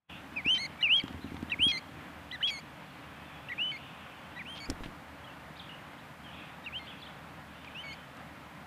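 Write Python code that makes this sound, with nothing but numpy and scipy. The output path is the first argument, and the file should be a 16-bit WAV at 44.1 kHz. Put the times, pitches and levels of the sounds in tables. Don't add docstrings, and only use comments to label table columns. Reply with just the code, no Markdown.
import sys
import numpy as np
from scipy import signal
from scipy.fft import rfft, irfft
from scipy.io import wavfile

SR = 44100
rng = np.random.default_rng(int(sys.argv[2]) if len(sys.argv) > 2 else 0)


def inscribe(sig):
    pcm = np.round(np.clip(np.atleast_2d(sig).T, -1, 1) * 32767)
    wavfile.write(sys.argv[1], SR, pcm.astype(np.int16))


N = 381906
TIME = np.arange(N) / SR

# f/Hz, relative level/dB, t60/s
BODY_MODES = [(81.5, -13.5, 0.22), (162, -35, 0.076), (240.5, -2, 0.029), (281, -5.5, 0.054),
              (332, -8.5, 0.0054)]


def from_db(db):
    return 10 ** (np.asarray(db) / 20)


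def rms_one(x):
    return x / np.sqrt(np.mean(x ** 2) + 1e-20)


def filtered(x, hz, kind, order=2):
    return signal.sosfilt(signal.butter(order, hz, kind, fs=SR, output="sos"), x)


def wander(hz, size):
    return rms_one(filtered(rng.standard_normal(size + SR // 10), hz, "low")[SR // 10:])


def phase_of(hz):
    return 2 * np.pi * np.cumsum(hz) / SR


def add(out, start_s, sound):
    i = max(int(start_s * SR), 0)
    out[i:i + len(sound)] += sound[:max(N - i, 0)]


def gate(t, start, end, edge_s=0.0004):
    return np.clip(np.minimum(t - start, end - t) / edge_s + .5, 0, 1)


def note(start, length):
    t = np.arange(start - .002, start + length + .002, 1 / SR)
    return t, np.clip((t - start) / length, 0, 1), gate(t, start, start + length)


def arc(u, first, middle, last):
    return np.polyval(np.polyfit([0, .5, 1], [first, middle, last], 2), u)


def swell(u):
    return np.sqrt(np.abs(np.sin(np.pi * u)))


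def ring(force, hz, t60):
    r, w = from_db(-60 / (t60 * SR)), 2 * np.pi * hz / SR
    return signal.lfilter([0, np.sin(w)], [1, -2 * r * np.cos(w), r * r], force + 1e-18)


def strikes(times, gains):
    out = np.zeros(N)
    out[(np.asarray(times) * SR).astype(int)] = gains
    return out


def wind(hush_db=-49.5, gust_db=0.76, hiss_db=-65.5, split_hz=4520, hum_hz=77, hum_db=-65):
    # f/Hz, relative level/dB
    spectrum = [(59, -44), (100, -20), (109, -19.5), (149, -0.5), (257, -5), (291, -3.5), (375, -17),
                (558, -7.5), (620, -8.5), (764, -6.5), (1590, -9), (2320, -13.5), (2990, -18), (5840, -34),
                (15000, -38)]
    # centre f/Hz, bandwidth/Hz, level/dB
    drone_bands = [(76.5, 8, -65), (136, 52, -58), (292.3, 17, -67)]
    hz, db = np.transpose(spectrum)
    bin_hz = np.maximum(np.arange(N // 2 + 1) * SR / N, 1)
    shape = from_db(np.interp(np.log(bin_hz), np.log(hz), db))
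    air = filtered(irfft(rfft(rng.standard_normal(N)) * shape, N), 60, "high", order=4)
    hush = rms_one(filtered(air, split_hz, "low", order=3))
    hiss = rms_one(filtered(air, split_hz, "high", order=3))
    out = hush * from_db(hush_db + gust_db * wander(6.0, N))
    out += hiss * np.hypot(from_db(hiss_db), from_db(-18) * grip())
    unsteady_hz = hum_hz * (1 + 0.027 * wander(9, N))
    out += np.sqrt(2) * from_db(hum_db) * np.sin(phase_of(unsteady_hz))
    for centre_hz, width_hz, level_db in drone_bands:
        band = [centre_hz - width_hz / 2, centre_hz + width_hz / 2]
        out += from_db(level_db) * rms_one(filtered(rng.standard_normal(N), band, "band", order=1))
    return out


def chorus(per_s=140, low_hz=2400, high_hz=3700, sweep=0.151, length_s=.045, rest_db=-78):
    # middle t/s, duration/s, level/dB
    bouts = [(0.123, 0.21, -49.5), (1.6, 7.8, -65.5), (3.75, 2.15, -57), (5.633, 0.24, -58),
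             (6.415, 0.37, -55), (6.915, 0.45, -59), (7.767, 0.73, -57)]
    out, u = np.zeros(N), np.linspace(0, 1, int(length_s * SR))
    for when, pitch, slope in rng.random((int(per_s * N / SR), 3)):
        hz = low_hz * (high_hz / low_hz) ** pitch * (1 + sweep * (2 * slope - 1) * (2 * u - 1))
        add(out, when * N / SR, np.sin(np.pi * u) * np.sin(phase_of(hz)) * low_hz / hz)
    swells = [from_db(db) * np.cos(np.pi * np.clip((TIME - middle) / length, -.5, .5))
              for middle, length, db in bouts]
    strength = np.sqrt(from_db(rest_db) ** 2 + np.sum(np.square(swells), axis=0))
    return rms_one(out + 2 * scatter(out)) * strength


def scatter(x, dull_hz=4500, t60=.7):
    decay = filtered(rng.standard_normal(SR), dull_hz, "low") * from_db(-60 * TIME[:SR] / t60)
    return signal.fftconvolve(x, decay / np.sqrt(np.sum(decay ** 2)) / 2)[:N]


def grip(attack_s=0.0058, release_db_per_s=130):
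    # start t/s, duration/s, level/dB
    shifts = [(0.09, 0.61, -54), (1.03, 0.72, -50.5), (1.854, 0.4, -55), (4.676, .03, -46),
              (4.795, 0.088, -51.5)]
    out = np.zeros(N)
    for start, length, db in shifts:
        attack = np.clip((TIME - start) / attack_s, 0, 1)
        out += attack * from_db(db - release_db_per_s * np.maximum(TIME - start - length, 0))
    return out


def rubbing(per_s=160, spread_db=4):
    slips = (rng.random(N) < per_s / SR) * rng.choice([-1, 1], N)
    slips = slips * from_db(spread_db * rng.standard_normal(N))
    body = sum((-1) ** (k // 2) * from_db(db) * ring(slips, hz, t60)
               for k, (hz, db, t60) in enumerate(BODY_MODES))
    return rms_one(body) * grip()


def plover():
    # start t/s, duration/s, first, middle and last f/Hz, level/dB, relative octave/dB
    catches = [(0.807, 0.021, 1680, 1975, 2090, -41.5, -2), (1.501, 0.021, 1940, 1895, 2030, -42, -4),
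               (2.319, .046, 1840, 1993, 1620, -40.5, -6.5), (2.404, 0.031, 1316, 1840, 2250, -42, -12),
               (3.494, 0.03, 1930, 1940, 1850, -38.5, -22), (4.361, 0.033, 1915, 1940, 2040, -44, -10),
               (6.639, 0.025, 1970, 1840, 2020, -52.5, 0.5)]
    # start t/s, duration/s, first and last f/Hz, level/dB, attack/s, fade/dB,
    # relative 2nd harmonic/dB
    chips = [(.359, 0.054, 2610, 1940, -31.5, 0.012, 14.5, -29),
             (.826, 0.057, 2956, 2200, -23.5, .003, 9, -39.5),
             (1.498, 0.0046, 3120, 3130, -38, .001, 3, -32),
             (1.518, 0.028, 2760, 2050, -28, 0.0022, 9.5, -44),
             (2.312, 0.008, 2910, 3720, -40, .001, -2, -39), (3.485, .008, 2570, 2960, -40.5, .002, 1, -32),
             (3.518, 0.02, 2250, 1860, -35, .001, 7, -42), (4.391, 0.03, 2470, 1830, -42, .002, 1, -35),
             (6.661, 0.032, 2840, 2050, -39, .001, 9, -40), (7.674, 0.014, 2500, 2130, -46, .002, 8, -32)]
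    # start t/s, first and top f/Hz, rise/s, bend exponent, sag/Hz, level/dB, attack/s,
    # swell/dB, fade/dB, relative 2nd harmonic/dB, relative 3rd harmonic before the beak resonance/dB
    whistles = [(0.443, 2174.0, 3100, 0.078, 1.32, -12.0, -23.5, 0.065, 17, 8, -29, -37.5),
                (0.881, 2207.0, 3302, 0.092, 1.53, 212, -21.9, 0.049, 12.5, 7, -42.5, -41.0),
                (1.586, 2076.0, 3295, 0.088, 2.26, 69.0, -22.5, 0.05, 21, 7, -40.0, -30),
                (2.428, 2835.0, 3334, 0.028, 1.27, 128.0, -27, 0.0082, 4, 7.5, -38.0, -42.0),
                (3.579, 2274.0, 3014.0, 0.1, 3.5, -98.0, -30.5, 0.036, 11.2, 6.7, -39.0, -42.0),
                (4.449, 2086.0, 3174, 0.066, 2.16, -123.0, -45.5, 0.05, 5, 3.5, -29.0, -26),
                (6.722, 2268.0, 3232.0, 0.064, 1.67, 151.0, -37.1, 0.048, 13.1, 9.5, -42.0, -45.0),
                (7.746, 2429.0, 3345.0, 0.15, 2.31, 181.0, -42, 0.059, 4.7, 15.4, -27.0, -30.0)]
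    # start t/s, duration/s, first and last f/Hz, arch/Hz, level/dB, fade/dB,
    # first and last relative octave/dB, brightness/dB
    tails = [(0.578, .09, 1907, 1983, 235, -42.5, -5, 2.5, -3.5, -4.5),
             (1, .02, 2210, 2000, 0, -37.5, 2, -8, -8, -19),
             (1.718, 0.075, 2160, 2045, -20, -38.5, 1.5, -2, 0, -7.5),
             (2.505, 0.1, 2300, 2093, -5, -40, 9.5, -5.5, -1.5, 1),
             (3.717, 0.065, 2250, 2090, -10, -40.5, 5, -16, -11, -6),
             (4.603, 0.067, 2265, 2190, 16, -48, 2.5, -1.5, 1, -3),
             (6.794, .082, 2140, 2070, -3, -47.5, 15, -14, -3, -14),
             (7.836, 0.11, 2267, 2127, 11, -45, 2.5, -17.5, -3, -3)]
    out = np.zeros(N)
    for row in catches:
        add(out, *catch(*row))
    for row in chips:
        add(out, *chip(*row))
    for whistle_row, (break_s, *tail_row) in zip(whistles, tails):
        add(out, *whistle(break_s, *whistle_row))
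        add(out, *tail(break_s, *tail_row))
    return out


def chip(start, length, first_hz, last_hz, level_db, attack_s, fade_db, second_db):
    t, u, on = note(start, length)
    hz = first_hz + (last_hz - first_hz) * u ** 1.4
    gain = on * np.minimum(u * length / attack_s, 1) * from_db(level_db - fade_db * u ** 2.1)
    return upper_voice(t, hz, gain, second_db, third_db=-42)


def upper_voice(t, hz, gain, second_db, third_db, jitter=0.0043, beak_hz=9600, beak_width_hz=700):
    phase = phase_of(hz * (1 + jitter * wander(250, len(t))))
    tone, rasping = rasp(t, phase)
    beak = 2 / (1 + ((3 * hz - beak_hz) / beak_width_hz) ** 2)
    second = from_db(second_db) * np.sin(2 * phase)
    third = from_db(third_db) * beak * (1 - rasping) * np.sin(3 * phase)
    shimmer = from_db(0.94 * wander(60, len(t)))
    return t[0], np.sqrt(2) * gain * shimmer * (tone + second + third)


def whistle(end, start, first_hz, top_hz, rise_s, bend, sag_hz, level_db, attack_s, swell_db, fade_db,
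            second_db, third_db, sag_s=.03):
    length = end - start
    t, u, on = note(start, length)
    age = u * length
    climb_left = np.maximum(1 - age / rise_s, 0) ** bend
    sag = np.clip(1 - (length - age) / sag_s, 0, 1) ** 2
    hz = top_hz - (top_hz - first_hz) * climb_left - sag_hz * sag
    db = level_db - swell_db * np.maximum(1 - age / attack_s, 0) ** 2
    db -= np.interp(age, [attack_s, length], [0, fade_db])
    opening = np.minimum(age / (0.1 * attack_s), 1)
    return upper_voice(t, hz, on * opening * from_db(db), second_db, third_db)


def ticks_and_squeak(crest_db=8, treble_db=8):
    # t/s, nominal peak level/dB, treble share before the treble_db boost/dB, t60/s
    transients = [(0.4602, -30, -20, 0.017), (1.036, -37, -14, .02), (1.08, -29.5, -27, 0.02),
                  (1.127, -34, -26, 0.017), (1.344, -36, -18, .02), (1.367, -30.5, -28, 0.021),
                  (1.4262, -40, -12, .02), (4.7005, -17.5, -1.5, 0.01), (4.7037, -29, -3, 0.018),
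                  (4.835, -32, -29, 0.1), (4.858, -37, -36, 0.05), (7.646, -30, -39, 0.02),
                  (8.1694, -45.5, 0, .025)]
    out, t = np.zeros(N), TIME[:SR // 8]
    for start, peak_db, share_db, t60 in transients:
        dull = filtered(filtered(rng.standard_normal(len(t)), 500, "high"), 3300, "low", order=4)
        sharp = filtered(filtered(rng.standard_normal(len(t)), 3200, "high"), 8000, "low")
        sharp = filtered(sharp, 6000, "low", order=1)
        burst = rms_one(rms_one(dull) + from_db(share_db + treble_db) * rms_one(sharp))
        add(out, start, from_db(peak_db - crest_db - 60 * t / t60) * burst)
    return out


def bumps(knock_db=-3, spread_db=2.0):
    # t/s, relative level/dB, bass weight/dB
    knocks = [(.461, -24.5, -26), (1.039, -25, -20), (1.108, -31.5, -16), (1.144, -33, -7),
              (1.244, -27.5, -18), (1.319, -29, -37), (1.343, -27, -14), (1.428, -24, -15.5),
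              (1.595, -30, -11), (1.666, -21.5, -13.5), (2.639, -32.5, -23), (4.698, -25.5, -11),
              (4.714, -32, -16), (4.805, -35, -13), (4.859, -32, -15)]
    # t/s, rocking level/dB, clunk level/dB
    jolts = [(.463, -51, -36), (4.689, -31, -33), (4.699, -45, -33), (4.714, -40, -29), (4.805, -34.5, -36),
             (4.86, -39, -49)]
    knock_s, level_db, bass_db = np.transpose(knocks)
    jolt_s, rock_db, clunk_db = np.transpose(jolts)
    out = ring(strikes(jolt_s, from_db(rock_db)), hz=30, t60=.16)
    out += ring(strikes(jolt_s, from_db(clunk_db)), hz=490, t60=0.014)
    for k, (hz, mode_db, t60) in enumerate(BODY_MODES):
        weight_db = (bass_db - bass_db.mean()) * (k == 0) + spread_db * rng.standard_normal(len(knock_s))
        force = strikes(knock_s, from_db(level_db + knock_db + mode_db + weight_db))
        out += (-1) ** (k // 2) * ring(force, hz, t60)
    return filtered(out, 720, "low")


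def rasp(t, phase, unsteady_hz=600, chaos_hz=600, swing_rad=0.74, judder=0.23):
    # start t/s, end t/s, flutter f/Hz, sideband gain/dB, chaos/dB
    spells = [(0.546, 0.581, 783, 0.5, -12), (0.967, 0.996, 940, -8, -32), (1.682, 1.701, 784, 3, -26),
              (1.7, 1.719, 814, 4, -21), (2.474, 2.511, 730, 6.5, -12), (4.553, 4.592, 792, 3, 3),
              (6.78, 6.793, 680, -3, -12), (7.833, 7.838, 850, 2, -14)]
    # offset from the pitch in multiples of the flutter rate, relative level/dB
    sidebands = [(-1, -14.5), (1, -23), (2, -25.5), (3, -28), (4, -46), (7, -44), (10, -42)]
    tone, rasping = np.sin(phase), np.zeros(len(t))
    for start, end, flutter_hz, side_db, chaos_db in spells:
        if start < t[-1] and end > t[0]:
            chaos, on = from_db(chaos_db), gate(t, start, end)
            flutter = phase_of(flutter_hz + unsteady_hz * chaos * wander(300, len(t)))
            rough_phase = phase + swing_rad * chaos * wander(chaos_hz, len(t))
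            sides = sum(from_db(db + side_db) * np.sin(rough_phase + k * flutter) for k, db in sidebands)
            carrier = np.sin(rough_phase) * (1 + judder * chaos * wander(chaos_hz, len(t)))
            tone += on * (carrier + sides - np.sin(phase))
            rasping += on
    return tone, rasping


def tail(start, length, first_hz, last_hz, arch_hz, level_db, fade_db, first_octave_db, last_octave_db,
         bright_db, flick_s=0.0206, flick_hz=292, release_s=0.012, release_db=9):
    t, u, on = note(start, length)
    left_s = (1 - u) * length
    drift = np.minimum(u * length / (length - flick_s / 2), 1)
    flick = np.sin(np.pi * np.minimum(left_s / flick_s, 1)) ** 2
    hz = first_hz + (last_hz - first_hz) * drift + arch_hz * np.sin(np.pi * drift) + flick_hz * flick
    db = level_db - fade_db * u - release_db * np.maximum(1 - left_s / release_s, 0)
    octave_db = first_octave_db + (last_octave_db - first_octave_db) * u
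    return lower_voice(t, hz, on * from_db(db), octave_db, bright_db)


def lower_voice(t, hz, gain, octave_db, bright_db, jitter=0.0075, shimmer_db=1.0):
    # harmonic number, level relative to the octave before bright_db/dB
    harmonics = [(3, -9.5), (4, -18.5), (5, -20.5), (6, -46)]
    phase = phase_of(hz * (1 + jitter * wander(250, len(t))))
    upper = sum(from_db(db + bright_db) * np.sin(k * phase) for k, db in harmonics)
    tone = np.sin(phase) + from_db(octave_db) * (np.sin(2 * phase) + upper)
    return t[0], np.sqrt(2) * gain * from_db(shimmer_db * wander(150, len(t))) * tone


def far_birds(trill_chirp_s=0.0196, warble_period_s=.04, sink_hz_per_s=10000, accent_db=6):
    # start t/s, duration/s, first, middle and last f/Hz, level/dB
    chirps = [(0.78, 0.045, 2200, 2320, 2190, -49.5), (1.205, 0.049, 3500, 4140, 3360, -56),
              (1.264, 0.07, 3100, 2335, 1990, -56.5), (1.933, 0.11, 2800, 2320, 1830, -60),
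              (5.979, 0.029, 3000, 3620, 4070, -56.5), (6.231, .075, 3300, 3140, 2900, -55.5),
              (6.866, .053, 2650, 3270, 3350, -50), (6.863, 0.077, 3600, 3160, 2190, -53),
              (7.063, .026, 2820, 3410, 4000, -51), (7.876, 0.059, 2820, 3070, 3070, -49)]
    # start t/s, count, spacing/s, first, middle and last f/Hz, level/dB, pitch step/Hz
    trills = [(2.853, 4, 0.044, 4840, 4290, 4000, -64, 0), (5.238, 3, .029, 3220, 3290, 3170, -53, -280),
              (5.691, 3, .021, 2700, 2940, 2730, -49, -27), (6.335, 2, 0.05, 3090, 3500, 3730, -54, 100)]
    # start t/s, duration/s, initial centre f/Hz, swing/Hz, level/dB
    warbles = [(5.564, 0.064, 4500, 865, -45.5), (6.99, 0.089, 4350, 596, -47)]
    out = np.zeros(N)
    for start, length, *pitches, level_db in chirps:
        t, u, _ = note(start, length)
        add(out, t[0], far_note(u, arc(u, *pitches), level_db))
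    for start, count, spacing, *pitches, level_db, step_hz in trills:
        for k in range(count):
            t, u, _ = note(start + k * spacing, trill_chirp_s)
            add(out, t[0], far_note(u, arc(u, *pitches) + k * step_hz, level_db))
    for start, length, centre_hz, swing_hz, level_db in warbles:
        t, u, _ = note(start, length)
        dip = np.cos(2 * np.pi * (t - start) / warble_period_s)
        hz = centre_hz - sink_hz_per_s * (t - start) - swing_hz * dip
        add(out, t[0], far_note(u, hz, level_db + accent_db * (dip - 1)))
    return out


def far_note(u, hz, level_db, waver_db=3.0, jitter=.014):
    gain = swell(u) * from_db(level_db + waver_db * wander(90, len(u)))
    return np.sqrt(2) * gain * np.sin(phase_of(hz * (1 + jitter * wander(300, len(u)))))


def catch(start, length, first_hz, middle_hz, last_hz, level_db, octave_db):
    t, u, on = note(start, length)
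    hz = arc(u, first_hz, middle_hz, last_hz)
    return lower_voice(t, hz, on * swell(u) * from_db(level_db), octave_db, bright_db=-10.5)


def scene(air_hz=4100, near_send_db=-25.5, far_send_db=-6):
    near = plover()
    far = filtered(far_birds(), air_hz, "low", order=3)
    echo = scatter(from_db(near_send_db) * near + from_db(far_send_db) * far)
    mono = near + far + echo + chorus() + bumps() + rubbing() + ticks_and_squeak() + wind()
    return np.array([mono, mono])


def record(dry, open_s=0.099, cutoff_hz=15100):
    opening = from_db(np.interp(TIME, [open_s - .02, open_s], [-42, 0]))
    return signal.sosfilt(signal.ellip(10, .2, 70, cutoff_hz, fs=SR, output="sos"), dry * opening)


dry = scene()
out = record(dry)
inscribe(out)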